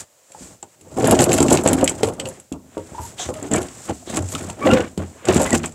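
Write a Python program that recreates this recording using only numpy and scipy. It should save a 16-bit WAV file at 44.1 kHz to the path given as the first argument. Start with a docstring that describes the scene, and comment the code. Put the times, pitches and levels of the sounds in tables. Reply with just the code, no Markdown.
"""A hollow one-piece fibreglass car front is rocked off its pins and dragged by hand in a walled yard.
The shell booms when it is knocked; when it rubs, it sticks and slips, so it rumbles, creaks and squeals.
Its edges tick and grate on gritty ground and on steel pins, which ring briefly a few times.
A shoe scuffs the dirt, the walls echo the short sounds, and the outdoor air hushes behind it all.
A small microphone a few metres away brightens the treble, and its limiter holds down the loudest peaks."""
import sys
import numpy as np
from scipy import signal
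from scipy.fft import rfft, irfft, next_fast_len
from scipy.io import wavfile
from scipy.ndimage import uniform_filter1d, minimum_filter1d

SR = 44100
rng = np.random.default_rng(int(sys.argv[2]) if len(sys.argv) > 2 else 0)


def wav_record(signal):
    """Record a signal, one row per channel, as 16-bit PCM in the file named by sys.argv[1]."""
    frames = np.transpose(np.atleast_2d(signal))
    bounded = np.clip(frames, -1, 1)
    # unit amplitude maps onto the largest positive 16-bit level
    quanta = np.round(bounded * 32767).astype(np.int16)
    wavfile.write(sys.argv[1], SR, quanta)


N = 253134

# Levels are relative. t60 is the time a sound takes to fade by 60 dB. A mode is a natural ringing tone.
# the hand's pulls, one list a stroke: t/s, shell shaking/dB, edge grating/dB, sliding over grit/dB
STROKES = [
    [(0.0, -35.5, -41, -25.5), (0.068, -64, -69.5, -65), (0.268, -92, -64.5, -56), (0.43, -49, -53.5, -38),
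     (0.534, -43, -56.5, -46.5), (0.612, -72, -74, -63), (0.75, -71, -59.5, -54)],
    [(0.76, -59.5, -69, -65.5), (0.954, -28.5, -55, -44), (0.984, -18, -36.5, -29.5),
     (1.126, -4.5, -29.5, -26), (1.182, -15.5, -35, -38), (1.2, -6.5, -23, -12.5),
     (1.28, -15.5, -42, -38.5)],
    [(1.315, -15, -26.5, -23.5), (1.479, -14, -42, -29), (1.537, -11, -28, -22), (1.635, -23.5, -45, -42)],
    [(1.671, -14, -27.5, -29), (1.797, -16, -38.5, -37.5), (1.851, -19.5, -33.5, -44),
     (1.979, -30, -46, -38), (2.029, -22.5, -45, -33), (2.185, -31.5, -57, -50.5), (2.269, -29, -47, -41.5),
     (2.36, -43.5, -50.5, -48), (2.5, -60, -72, -63)],
    [(2.61, -55.5, -71, -63), (2.746, -43.5, -52.5, -52.5), (2.864, -40.5, -54, -47),
     (2.95, -42, -50.5, -44), (3.072, -36.5, -48, -34.5), (3.16, -42, -58, -50)],
    [(3.197, -48, -35.5, -31), (3.301, -26.5, -44, -39), (3.325, -30, -62, -46), (3.347, -32, -42.5, -43),
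     (3.5, -30, -45, -41)],
    [(3.543, -14.5, -30, -29.5), (3.705, -41, -48.5, -43.5), (3.861, -41, -50, -37.5),
     (3.901, -16, -31.5, -37), (3.941, -37.5, -50.5, -39.5), (4.05, -47, -64, -46)],
    [(4.069, -42, -47, -39.5), (4.179, -20, -32, -27), (4.211, -27, -44, -41), (4.281, -40, -51, -36),
     (4.347, -25.5, -40, -30.5), (4.513, -37, -44, -42), (4.58, -37, -51, -47)],
    [(4.619, -24, -39, -38.5), (4.673, -14.5, -17.5, -46), (4.693, -12, -28.5, -44),
     (4.727, -9, -23.5, -41), (4.82, -31, -30.5, -41.5), (4.96, -48, -69, -54.5)],
    [(5.002, -26, -33, -46), (5.1, -39.5, -58, -47.5), (5.235, -46.5, -45.5, -52.5)],
    [(5.291, -14.5, -23, -32.5), (5.4, -15.5, -33.5, -23.5), (5.507, -20, -29, -37),
     (5.551, -14, -29.5, -21.5), (5.623, -32.5, -40.5, -43), (5.645, -22, -31, -35.5),
     (5.74, -43, -62, -52)],
]
# the hollow shell's modes: f/Hz, width/Hz, level/dB
SHELL_MODES = [(105.3, 24, -5.5), (157, 38, -3.5), (235.2, 56, -2), (291, 42, -1.5), (347.3, 35.4, -1.5),
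               (438.6, 55.5, -5.5), (520.4, 53.4, -6.5), (632.5, 64, -6), (791, 85, -13), (877, 79, -7.5),
               (1134, 170, -12), (1420, 140, -30.5)]
# the edge's creaking modes: f/Hz, width/Hz, level/dB
CREAK_MODES = [(837, 203, 11.5), (1149, 117, 13.5), (1365, 83, -3), (1685, 520, 0)]
# tone colour of the grating edge: f/Hz, level/dB
EDGE_SPECTRUM = [(1100, 14), (1800, 11.5), (2300, 9), (2900, 6.5), (3400, 3.5), (4500, -8), (7000, -23),
                 (12000, -53)]
# tone colour of the crushed grit: f/Hz, level/dB
GRIT_SPECTRUM = [(2500, -4.5), (4500, -3.5), (6200, -4), (8500, -5.5), (9500, -8.5), (11000, -13.5),
                 (13000, -14), (16000, -17.5)]
# dull blows on the shell: t/s, level/dB, panel f/Hz, panel t60/s
KNOCKS = [(0.303, -44.5, 578, 0.14), (0.348, -32, 840, 0.037), (0.374, -40.5, 507, 0.17),
          (0.409, -30.5, 195, 0.14), (0.457, -36, 310, 0.11), (0.629, -30, 815, .04),
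          (0.811, -41.5, 318, 0.16), (0.872, -36, 500, 0.055), (0.925, -37, 294, .1),
          (0.967, -20.5, 300, 0.11), (0.984, -11, 403, 0.21), (1.031, -9, 430, 0.14),
          (1.083, -3.5, 652, 0.038), (1.108, -9, 238, 0.3), (1.188, -17, 250, 0.042),
          (1.295, -7, 335, 0.26), (1.333, -12, 260, 0.069), (1.405, -2, 346, 0.14),
          (1.424, -16.5, 332, .04), (1.488, -5.5, 242, 0.13), (1.514, -4.5, 378, 0.14),
          (1.593, -16, 333, 0.22), (1.66, -1.5, 560, 0.047), (1.73, -6, 262, 0.17), (1.78, -15, 269, .09),
          (1.829, -1.5, 520, 0.047), (2.032, -4, 440, 0.039), (2.077, -16, 467, 0.17),
          (2.201, -25.5, 537, 0.2), (2.262, -22.5, 521, 0.19), (2.518, -16.5, 263, 0.14),
          (2.77, -16.5, 415, 0.14), (2.919, -28, 177, 0.059), (2.981, -26.5, 877, 0.18),
          (2.995, -29.5, 106, 0.23), (3.196, -27.5, 703, 0.26), (3.262, -27, 111, 0.13),
          (3.29, -15.5, 507, 0.045), (3.302, -18, 505, 0.093), (3.425, -21.5, 373, .24),
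          (3.513, -11, 210, 0.067), (3.531, -6, 262, .08), (3.579, -14.5, 356, 0.079),
          (3.897, -16, 254, 0.073), (4.024, -38.5, 676, 0.12), (4.075, -23.5, 370, 0.066),
          (4.137, -16.5, 233, 0.067), (4.173, -12.5, 270, 0.11), (4.2, -20, 107, .25),
          (4.344, -23, 254, .09), (4.354, -21, 1280, 0.043), (4.421, -21.5, 182, 0.051),
          (4.481, -21, 220, 0.057), (4.497, -24, 920, 0.039), (4.623, -18.5, 330, 0.27),
          (4.663, -16, 484, 0.092), (4.729, -7.5, 235, 0.22), (4.796, -9.5, 477, 0.1),
          (4.977, -9, 204, 0.087), (5.246, -27, 490, 0.13), (5.286, -3.5, 370, 0.084),
          (5.361, -3.5, 226, .064), (5.4, -7, 604, 0.12), (5.53, -8, 230.6, 0.25), (5.553, -22, 250, 0.14),
          (5.635, -29, 209, 0.06)]
# hard ticks of the edge: t/s, level/dB, middle band offset/dB, top band offset/dB
TICKS = [(0.319, -26, -13, -16), (0.627, -18, -17.5, -38), (0.811, -29, -15, -13), (0.9682, -28, -10, -24),
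         (0.986, -22.5, -11, -9), (1.043, -21, 3, -13), (1.072, -7, -13, -5), (1.1097, -1.5, -10, -4.5),
         (1.121, -12, -5, -15), (1.1508, -12, -6.5, -25), (1.1902, -3, -6.5, -28), (1.201, -5, -23, -25),
         (1.2174, 2, -24, -16), (1.2397, -2.5, -12.5, -7.5), (1.2924, -14.5, -4, -28),
         (1.318, -16.5, 5, -22), (1.3294, -2.5, -15, -11), (1.3378, -8, -7, -3), (1.378, -13.5, -5, -2),
         (1.3837, -5, -11, -22), (1.4027, -4, -10, -20), (1.4264, -3, -13.5, -14), (1.4822, -10.5, -4, -22),
         (1.5061, -5, -9.5, -15), (1.5289, 2, -22, -12.5), (1.5402, -10.5, -12.5, -29),
         (1.549, -6, -13, -23.5), (1.5721, -11.5, 0.5, -31), (1.6359, -11, -27, -11),
         (1.662, -19.5, 2, -20), (1.6746, 1.5, -19.5, -18), (1.686, 0.5, -20, -40),
         (1.731, -2, -12.5, -10.5), (1.7852, -17.5, -10, -22), (1.8104, -18, -5, -12),
         (1.8422, 0.5, -23, -16), (1.8764, -5.5, -1, -35), (1.8943, 0, -24, -22), (2.0319, -16.5, 6.5, -7),
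         (2.055, -28, -2, -4), (2.073, -21, -5.5, -13), (2.0863, -18, -9, -12), (2.135, -34, -15, -6),
         (2.1982, -16, 2, -17), (2.255, -31.5, 8, -28), (2.2727, -21, -27, -13), (2.2867, -19, -19, -6),
         (2.3986, -24.5, -17.5, -13), (2.5233, -19, -11, -16), (2.7774, -28, -5, -15),
         (3.3392, -21.5, -9, -10), (3.427, -17.5, -21, -19), (3.5135, -9, -21, -28),
         (3.535, -1, -22.5, -28), (3.56, -8.5, -14, -14), (3.618, -20, -10, -9), (3.6286, -18, -10, -17),
         (3.685, -34.5, 5, -25), (3.895, -18.5, -10, -26), (4.145, -30, 1, -16), (4.1693, -6.5, -9.5, -14),
         (4.2233, -22, -21, -32), (4.2875, -19.5, -13, -27), (4.35, -20.5, 3, -25), (4.4257, -26, -19, -10),
         (4.499, -16.5, -8.5, -22), (4.6638, -15, -19, -21), (4.7125, -28.5, 11, -25),
         (4.7346, -19, 5.5, -32), (4.804, -38, 15.5, -20), (4.976, -19, -6.5, -16),
         (5.253, -13, -10.5, -21), (5.285, -20, 8.5, -34), (5.334, -20.5, 1, -23), (5.3434, -13, -11, -9),
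         (5.3654, -8, -11, -19), (5.376, -9, -10, -26), (5.402, -11.5, -11, -25), (5.4163, -7, -17, -12),
         (5.431, -6.5, -22, -22), (5.4615, -12.5, -12, -13), (5.505, -11, -10, -15), (5.529, -4, -14, -29),
         (5.551, -6.5, -10.5, -19), (5.5783, -15, -29, -39), (5.633, -26, 0, -20), (5.658, -9, -17, -20),
         (5.721, -26, -20, -31)]
# hits that leave a pin ringing: t/s, level/dB, boost of its lowest mode/dB
PINGS = [(1.429, -32, -7), (1.53, -36, -2), (1.877, -28.5, -18), (2.033, -35, 4), (2.196, -37, -6),
         (2.258, -44.5, 25)]
# the steel pin's modes: f/Hz, level/dB, t60/s
PIN_MODES = [(2800, 0, .03), (7850, -3, .13), (8380, 0, .15), (10900, -8, .05)]
# squeals, each sounding for 80% of its span: t/s, span/s, f/Hz, level/dB, octave offset/dB
SQUEALS = [(2.945, 0.022, 905, -35.5, -37), (2.98, 0.026, 940, -33.5, -32), (3.025, 0.048, 920, -39.5, -30),
           (4.61, 0.067, 1120, -28, -9.5), (4.645, 0.041, 307, -18, -16), (4.658, 0.041, 520, -17.5, -22),
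           (4.7, 0.04, 1410, -25, -2.5), (4.725, 0.036, 250, -17, 3), (4.73, 0.094, 506, -23, -34),
           (4.765, 0.095, 1500, -39, -27), (3.55, 0.046, 2300, -35.5, -30), (3.53, 0.025, 1800, -36, -25),
           (3.33, .12, 620, -38, -17), (5.47, 0.016, 2040, -30.5, -28), (5.515, 0.03, 1960, -29.5, -28)]
# shoe scuffs: t/s, fade time/s, centre f/Hz, level/dB
SCUFFS = [(2.999, 0.11, 11400, -50.5), (3.177, 0.09, 3400, -31), (3.189, 0.085, 6250, -38.5),
          (4.064, 0.11, 3630, -42), (4.29, .09, 11400, -48)]
# how long the yard echoes: f/Hz, t60/s
YARD_DECAY = [(100, 0.48), (600, 0.073), (3000, 0.057), (10000, 0.014)]
# tone colour of the outdoor hush: f/Hz, level/dB
AIR_SPECTRUM = [(25, -15), (100, -70), (300, -11), (550, 7.5), (1200, -11), (2500, -10), (5000, -12.5),
                (9000, -18), (16000, -14)]
# the microphone's treble resonances: f/Hz, width/Hz, level/dB
MIC_PEAKS = [(7510, 1300, 15), (10430, 430, -7)]


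def rubbing():
    """Sticking and slipping shakes the shell, makes the edge creak and grate, and crushes grit."""
    times, *levels = np.concatenate(STROKES).T
    shake_db, grate_db, grit_db = [np.interp(np.arange(N) / SR, times, db) for db in levels]
    rumble_db = add_rattle(shake_db)
    creak_db = 0.57 * rumble_db + 0.58 * grate_db - 0.5
    shake = slips(per_s=80, life_s=0.0036, spread_db=3, share=0.57)
    rumble = unit(filtered(shake, modes(SHELL_MODES)))
    creak = unit(filtered(shake, lambda f: modes(CREAK_MODES)(f) * resonance(f, 1086, 1350)))
    judder = np.clip((rumble_db + 48.5) / 30, 0.12, 0.8)  # hard shaking jerks, a light touch glides
    edge_slips = slips(per_s=150, life_s=0.0025, spread_db=5, share=judder)
    grit_slips = slips(per_s=200, life_s=0.002, spread_db=5, share=judder)
    grate = coloured(edge_slips, EDGE_SPECTRUM)
    grit = coloured(grit_slips, GRIT_SPECTRUM)
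    flex = unit(filtered(rng.standard_normal(N), lambda f: resonance(f, 84.5, 91) ** 2))  # shell bends
    body = amp(rumble_db - 4.5) * rumble + amp(creak_db) * creak + amp(0.83 * rumble_db - 13.5) * flex
    return body + amp(grate_db) * grate + amp(grit_db - 12) * grit


def slips(per_s, life_s, spread_db, share):
    """Each slip is a burst of noise that swells fast and dies away; share=0 gives an even slide."""
    chance, size = rng.random(N), rng.uniform(-1, 1, N)
    starts = (chance < per_s / SR) * amp(spread_db * size)
    fade = [1, -np.exp(-1 / (life_s * SR))]
    bursts = signal.lfilter([1], fade, signal.lfilter([1], fade, starts))
    return (share * unit(bursts) + 1 - share) * rng.standard_normal(N)


def add_rattle(shake_db, kick_db=-11.5, fade_db_per_s=254):
    """Each blow leaves the loose shell rattling, which briefly raises its shaking level."""
    times, blow_db = np.transpose(KNOCKS)[:2]
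    kicks = np.bincount(np.round(times * SR).astype(int), amp(blow_db + kick_db) ** 2, N)
    fade = amp(-fade_db_per_s / SR) ** 2
    rattle_power = signal.lfilter([1], [1, -fade], kicks)
    return 10 * np.log10(amp(shake_db) ** 2 + rattle_power)


def knocks():
    """A blow rings the struck panel and the modes near its pitch, and bends the whole shell in a thud."""
    out, t = np.zeros(N + SR), np.arange(SR // 4) / SR
    mode_hz, _, mode_db = np.transpose(SHELL_MODES)
    draws = rng.standard_normal((len(KNOCKS), 2, len(SHELL_MODES)))
    for (start, db, panel_hz, t60), (vary, detune) in zip(KNOCKS, draws):
        ring_db = 0.067 * mode_db - 13 * np.abs(np.log2(mode_hz / panel_hz)) + 3.6 * vary
        ring_t60 = t60 * (panel_hz / mode_hz) ** 0.3 + 0.001  # low modes last longer
        ring_hz = mode_hz * (1 + 0.085 * detune)
        ring = sum(fading_tone(t, *mode) for mode in zip(ring_hz, ring_db, ring_t60))
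        ring += 1.18 * fading_tone(t, panel_hz, 0, t60 + 0.0012)
        ring *= 1 - np.exp(-t / 0.00054)  # soft contact
        thud_db = -19 - 0.3 * db - 10 * np.log2(panel_hz / 300)  # a bigger share in light, low blows
        thud = fading_tone(t, 82 * (1 + 0.15 * detune[0]), thud_db, t60=0.22) * (1 - np.exp(-t / 0.003))
        add_at(out, start, amp(db + 1.5) * (ring / np.abs(ring).max() + thud))
    return out[:N]


def ticks():
    """The edge hits something hard: a sharp crack and a short rattle, in three bands of noise."""
    t = np.arange(SR // 6) / SR
    shape = (amp(-60 * t / 0.0063) + 0.14 * amp(-60 * t / 0.043)) * (1 - np.exp(-t / 0.0019))
    middle, high, top = np.zeros((3, N + SR))
    for start, db, middle_db, top_db in TICKS:
        for band, offset_db in (middle, middle_db), (high, 0), (top, top_db):
            add_at(band, start, amp(db + offset_db) * shape * rng.standard_normal(len(t)))
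    middle = filtered(middle, lambda f: resonance(f, 2650, 2850) ** 2
                      * (0.7 + 0.5 * resonance(f, 2800, 410)))
    high = filtered(high, lambda f: resonance(f, 7400, 3700) ** 3
                    * (0.69 + 0.51 * resonance(f, 7600, 700)))
    top = filtered(top, lambda f: resonance(f, 10430, 4000) ** 2
                   * (0.5 + 1.29 * resonance(f, 10830, 900)))
    return (amp(18) * middle + amp(-1) * high + amp(9.5) * top)[:N]


def pings():
    """A steel pin rings briefly after a few of the contacts."""
    out, t = np.zeros(N + SR), np.arange(SR // 4) / SR
    for start, db, boost_db in PINGS:
        ring = sum(fading_tone(t, hz, level + boost_db * (hz < 6000), t60)
                   for hz, level, t60 in PIN_MODES)
        add_at(out, start, amp(db - 8.5) * ring)
    return out[:N]


def squeals():
    """Regular sticking and slipping sings a short, wavering note with its octave."""
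    out = np.zeros(N + SR)
    draws = rng.standard_normal((len(SQUEALS), 2, SR // 5))
    for (start, span, hz, db, octave_db), noises in zip(SQUEALS, draws):
        n = round(span * SR * 0.8)
        drift, flutter = [unit(uniform_filter1d(noise, size=200))[:n] for noise in noises]
        phase = 2 * np.pi * np.cumsum(hz * (1 + 0.027 * drift)) / SR
        note = np.sin(phase) + amp(octave_db) * np.sin(2 * phase)
        add_at(out, start, amp(db + 6.5 + 2.63 * flutter) * note * np.sqrt(np.hanning(n)))
    return out[:N]


def scuffs():
    """A shoe scrapes the dirt: a hiss that starts fast and trails off."""
    out = np.zeros(N + SR)
    for start, fade_s, hz, db in SCUFFS:
        t = np.arange(round(2 * fade_s * SR)) / SR
        hiss = unit(filtered(rng.standard_normal(SR // 2), lambda f: resonance(f, hz, 0.28 * hz) ** 2))
        shape = amp(db - 16.5 * (t / fade_s) ** 2) * (1 - np.exp(-t / 0.015))
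        add_at(out, start, shape * hiss[:len(t)])
    return out[:N]


def yard_echo(x):
    """The walls throw the sound back a moment later; low tones linger longest."""
    hz, t, spectrum = signal.stft(rng.standard_normal(SR // 3), SR, nperseg=256)
    fade = amp(-60 * t / value_at(YARD_DECAY, hz)[:, None])
    tail = signal.istft(spectrum * fade, SR, nperseg=256)[1]
    return signal.fftconvolve(np.pad(x, (500, 0)), tail / np.linalg.norm(tail))[:N]


def air():
    """The quiet, steady outdoor hush."""
    return amp(-61.5) * coloured(rng.standard_normal(N), AIR_SPECTRUM)


def amp(db):
    """Turn decibels into a multiplier."""
    return 10 ** (np.asarray(db) / 20)


def unit(x):
    """Scale x to an average strength (rms) of 1."""
    return x / np.sqrt(np.mean(x ** 2) + 1e-20)


def add_at(track, start_s, sound):
    """Mix a sound into a track at the given time."""
    track[round(start_s * SR):][:len(sound)] += sound


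def fading_tone(t, hz, db, t60):
    """A pure tone that dies away."""
    return amp(db - 60 * t / t60) * np.sin(2 * np.pi * hz * t)


def value_at(points, hz):
    """Read between a table's points on a logarithmic frequency scale."""
    f, values = np.transpose(points)
    return np.interp(np.log(hz + 1), np.log(f + 1), values)


def filtered(x, response):
    """Scale and shift each frequency f in x by response(f)."""
    size = next_fast_len(x.shape[-1] + 8192)
    return irfft(rfft(x, size) * response(np.fft.rfftfreq(size, 1 / SR)), size)[..., :x.shape[-1]]


def coloured(noise, spectrum):
    """Give noise a table's tone colour, at strength 1."""
    return unit(filtered(noise, lambda f: amp(value_at(spectrum, f))))


def resonance(f, hz, width_hz):
    """A filter peak that passes hz fully and weakens the rest."""
    return 1j * f * width_hz / (hz * hz - f * f + 1j * f * width_hz)


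def modes(table):
    """A filter with one peak a row, added with alternating signs."""
    return lambda f: sum((-1) ** k * amp(db) * resonance(f, hz, width)
                         for k, (hz, width, db) in enumerate(table))


def scene():
    """The short sounds echo in the yard, over the rubbing and the hush."""
    hits = knocks() + ticks() + pings() + squeals() + scuffs()
    return (hits + amp(-15) * yard_echo(hits) + rubbing() + air())[None]


def record(dry, bass_cut_hz=38, ceiling=0.97, top_hz=15800):
    """The microphone lifts the treble, thins the deep bass, limits peaks and cuts the very top."""
    x = filtered(dry, lambda f: (1 + sum(amp(db) * resonance(f, hz, w) for hz, w, db in MIC_PEAKS))
                 * (1j * f / (bass_cut_hz + 1j * f)) ** 6)
    needed_gain = np.minimum(1, ceiling / (np.abs(x) + 1e-9))
    smooth_gain = uniform_filter1d(minimum_filter1d(needed_gain, size=49), size=25)
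    return filtered(x * smooth_gain, lambda f: 1 / (1 + (f / top_hz) ** 120))


dry = scene()
out = record(dry)
wav_record(out)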